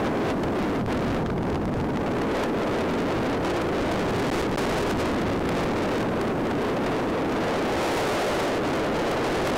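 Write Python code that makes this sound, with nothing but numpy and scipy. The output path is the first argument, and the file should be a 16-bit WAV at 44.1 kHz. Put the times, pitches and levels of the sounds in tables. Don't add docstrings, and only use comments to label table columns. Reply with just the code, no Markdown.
import sys
import numpy as np
from scipy import signal
from scipy.fft import rfft, irfft, next_fast_len
from scipy.io import wavfile
from scipy.ndimage import uniform_filter1d, map_coordinates

SR = 44100
rng = np.random.default_rng(int(sys.argv[2]) if len(sys.argv) > 2 else 0)


def ratio_of_db(decibels):
    return 10 ** (np.asarray(decibels, float) / 20)


def bounce(signal):
    frames = np.transpose(np.atleast_2d(signal))
    limited = np.clip(frames, -1, 1)
    pcm = np.round(limited * 32767).astype(np.int16)
    wavfile.write(sys.argv[1], SR, pcm)


N = 422037
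CUT_HZ = 260
RAIL = .0625


def wind(octaves):
    # t/s, force over the rail/dB, air speed/0-1, swirl/0-1
    gusts = [(0, 9.5, 0.59, 0.35), (.6, 8.5, 0.39, .4), (1.15, 10, 0.33, 1), (1.32, 3, 0.18, 1),
             (1.9, 4.5, 0.33, 0.95), (2.4, 10, .54, 0.15), (2.85, 9.5, .56, 0.65), (3.3, 10, .5, 0.56),
             (3.5, 10.5, 0.61, 0.68), (4.1, 12.5, 0.5, 0.76), (4.65, 17.5, 0.63, 0.73),
             (5.25, 11.5, .49, 0.78), (6.2, 10, 0.48, 0.3), (7.3, 9, 0.54, 0.13), (7.85, 17.5, 0.93, 0.35),
             (8.3, 16, 0.74, 0.05), (8.6, 12, 0.63, 0.16), (9.57, 12.5, 0.7, 0.44)]
    # f/Hz, density/dB
    eddy_spectrum = [(15, -18), (80, -14), (180, -5), (250, -2), (320, -3.5), (420, -5), (560, -10.5),
                     (900, -18.5), (1500, -29.5), (3000, -45.5), (8000, -58.5), (30000, -125)]
    # f/Hz, density/dB
    heave_spectrum = [(10, -9), (40, -6.5), (100, -4), (200, -13.5), (1000, -88)]
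    force_db, speed, swirl = curves(gusts)
    lost_db = lulls()
    speed_lost_per_db = 0.0452
    speed = np.clip(speed - speed_lost_per_db * lost_db + 0.046 * wobble(20), 0, 1)

    rush = 0
    for step in np.arange(5) / 4:
        share = np.sqrt(np.clip(1 - 4 * np.abs(speed - step), 0, 1))
        rush = rush + share * eddies(eddy_spectrum, 2 ** (octaves * (step - .5)))

    heave_db = -20.5 + 16 * swirl
    heave = ratio_of_db(heave_db) * eddies(heave_spectrum)
    slow_db = .6 * wobble(15)
    unrest = .6 + 1.1 * swirl
    fast_db = 1.01 * wobble(70) + 1.49 * peaked(wobble(170), skew=0.24)
    flutter_db = slow_db + unrest * fast_db
    force = RAIL * ratio_of_db(force_db - lost_db + flutter_db - 0.33)
    return force * (rush + heave + blown_snow(swirl))


def lulls():
    # t/s of the middle, force lost/dB (below zero: a puff), length/ms
    lull_rows = [(.12, 2.5, 190), (.36, 5, 71), (.49, 3, 85), (.6, -2, 90), (.84, 7.5, 44), (1.23, 1.5, 60),
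                 (1.52, -3, 90), (1.76, -3, 80), (1.93, 2, 46), (2.26, 1.5, 69), (2.53, 2.5, 84),
                 (2.87, 3, 45), (3.4, 4, 73), (3.49, -2.5, 76), (3.7, 3, 54), (4.38, -4, 78),
                 (4.5, 5.5, 108), (4.959, 6, 47), (5.39, 2.5, 100), (5.58, -3.5, 103), (5.9, -0.5, 79),
                 (6.12, 2.5, 150), (6.37, 3, 107), (6.55, 2.5, 48), (6.77, 2, 100), (7.1, 1, 97),
                 (7.68, 2.5, 230), (8.61, 2.5, 54), (8.95, 1, 90), (9.33, -2, 100)]
    t = np.arange(N) / SR
    lost_db = np.zeros(N)
    for s, db, ms in lull_rows:
        phase = np.clip((t - s) * 500 / max(ms, 20), -.5, .5)
        lost_db += db * np.cos(np.pi * phase) ** 2
    return lost_db


def slaps():
    # t/s, peak/dB, length/ms
    slap_rows = [(0.0694, -31, 5), (.301, -26.5, 7.9), (0.4342, -25, 7.2), (0.9238, -29, 9.9),
                 (1.146, -32, 6.5), (1.2606, -31, 7.4), (1.2999, -36, 9.1), (1.38, -36, 5.8),
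                 (1.5564, -30, 5.2), (1.6317, -37, 4.7), (1.9713, -33, 6.2), (2.0612, -33, 7.1),
                 (2.2184, -30, 3.6), (2.4356, -18, 6.5), (3.4466, -30, 8.4), (3.914, -26, 6.5),
                 (4.271, -35, 6.8), (4.577, -20, 25), (4.9057, -23, 11), (5.002, -23, 9.9),
                 (5.0539, -25, 7.4), (5.4895, -19, 6.8), (6.0282, -31, 6.2), (6.212, -23, 8.3),
                 (6.5106, -32, 6.5), (6.86, -28, 17), (8.4463, -26, 8.7), (8.7954, -28, 5.7),
                 (9.1137, -19, 7.2), (9.469, -23, 12)]
    # f/Hz, density/dB
    slap_spectrum = [(50, -6.5), (400, -6), (900, -7.5), (2000, -19.5), (5000, -78), (20000, -93)]
    size = np.zeros(N)
    for s, db, ms in slap_rows:
        shape = signal.windows.tukey(max(round(ms * SR / 1000), 40), .7)
        size[round(s * SR) - 60:][:len(shape)] += ratio_of_db(db + 40.5) * shape
    return RAIL * size * eddies(slap_spectrum)


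def stalled(x):
    # t/s, length/ms, time on the rail/ms, side/+-1
    stall_rows = [(0.6275, 4.4, 1.6, -1), (0.8627, 7.8, 1.6, 1.0), (0.9934, 4.1, 1.2, -1.0),
                  (1.2647, 4.8, 2.5, 1.0), (1.2701, 5.3, 0.5, -1), (1.4318, 6.9, 1.2, 1.0),
                  (1.6553, 4.4, 1.7, 1.0), (1.7406, 4.2, 1.4, 1.0), (3.8154, 3.0, 1.5, -1.0),
                  (3.9422, 3.7, 2.0, -1.0), (3.9695, 3.0, 0.3, -1), (4.3012, 12.2, 2.2, 1.0),
                  (4.3553, 3.2, 1.9, -1.0), (4.4162, 7.9, 1.8, -1.0), (4.4437, 4.2, 0.1, -1),
                  (4.5145, 4.2, 1.9, -1.0), (4.5492, 4.9, 1.4, -1.0), (4.5604, 13.2, 0.9, 1.0),
                  (4.6561, 5.1, 1.7, -1.0), (4.8184, 4.4, 2.0, -1.0), (4.9739, 4.0, 1.8, 1.0),
                  (5.3948, 8.1, 1.4, -1.0), (5.4271, 5.3, 1.3, 1.0), (5.6498, 2.6, 1.2, -1.0)]
    drain = np.exp(-2 * np.pi * CUT_HZ * np.arange(SR // 20) / SR)
    swing = np.hanning(64)[:32]
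    free, held = np.ones(N), np.zeros(N)
    for s, ms, rail_ms, side in stall_rows:
        start, size = round(s * SR), round(ms * SR / 1000)
        end = start + size
        free[start:end] = 0
        held[start - len(swing):start] -= side * ratio_of_db(10.5) * swing
        held[start:end] += side * drain[:size] / drain[round(rail_ms * SR / 1000)]
        held[end:][:len(drain)] += side * ratio_of_db(11.5) * drain
    return x * uniform_filter1d(free, size=9) + RAIL * uniform_filter1d(held, size=15)


def blown_snow(swirl):
    # f/Hz, density/dB
    snow_spectrum = [(300, -18), (1500, -12), (4000, 1), (9000, -2.5), (20000, -6)]
    drift_db = -35.5 - 2 * swirl + 0.85 * wobble(300)
    return ratio_of_db(drift_db) * eddies(snow_spectrum)


def eddies(spectrum, shift=1):
    m = next_fast_len(N + 8192)
    hz = np.fft.rfftfreq(m, 1 / SR)
    f, db = np.transpose(spectrum)
    gain = ratio_of_db(np.interp(np.log(hz / shift + 1), np.log(f + 1), db))
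    x = irfft(rfft(rng.standard_normal(m)) * gain, m)[:N]
    return x / np.std(wind_cut(x))


def wind_cut(x):
    return signal.lfilter(*signal.butter(1, CUT_HZ, "high", fs=SR), x)


def wobble(rate_hz):
    knots = rng.standard_normal(int(N * rate_hz / SR) + 4)
    return map_coordinates(knots, [np.arange(N) * rate_hz / SR])


def curves(rows):
    s, *cols = np.transpose(rows)
    return [np.interp(np.arange(N) / SR, s, c) for c in cols]


def peaked(x, skew):
    return x + skew * (x ** 2 - 1)


def scene():
    pressure = wind(octaves=1.62) + slaps()
    return stalled(wind_cut(pressure))[None]


def roll_off(x):
    return signal.sosfilt(signal.butter(12, 16460, fs=SR, output="sos"), x)


def record(dry):
    settling_db = .7 * np.exp(-np.arange(N) / SR / .4)
    squared = np.clip(dry, -RAIL, RAIL) * ratio_of_db(settling_db)
    coupled = signal.lfilter(*signal.butter(1, .7, "high", fs=SR), squared)
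    hz = np.fft.rfftfreq(N, 1 / SR)
    top_hz = 15750
    edge = np.where(hz < top_hz, ratio_of_db(-2.5 * (hz / top_hz) ** 2), ratio_of_db(-30))
    return roll_off(irfft(rfft(coupled) * edge, N))


dry = scene()
out = record(dry)
bounce(out)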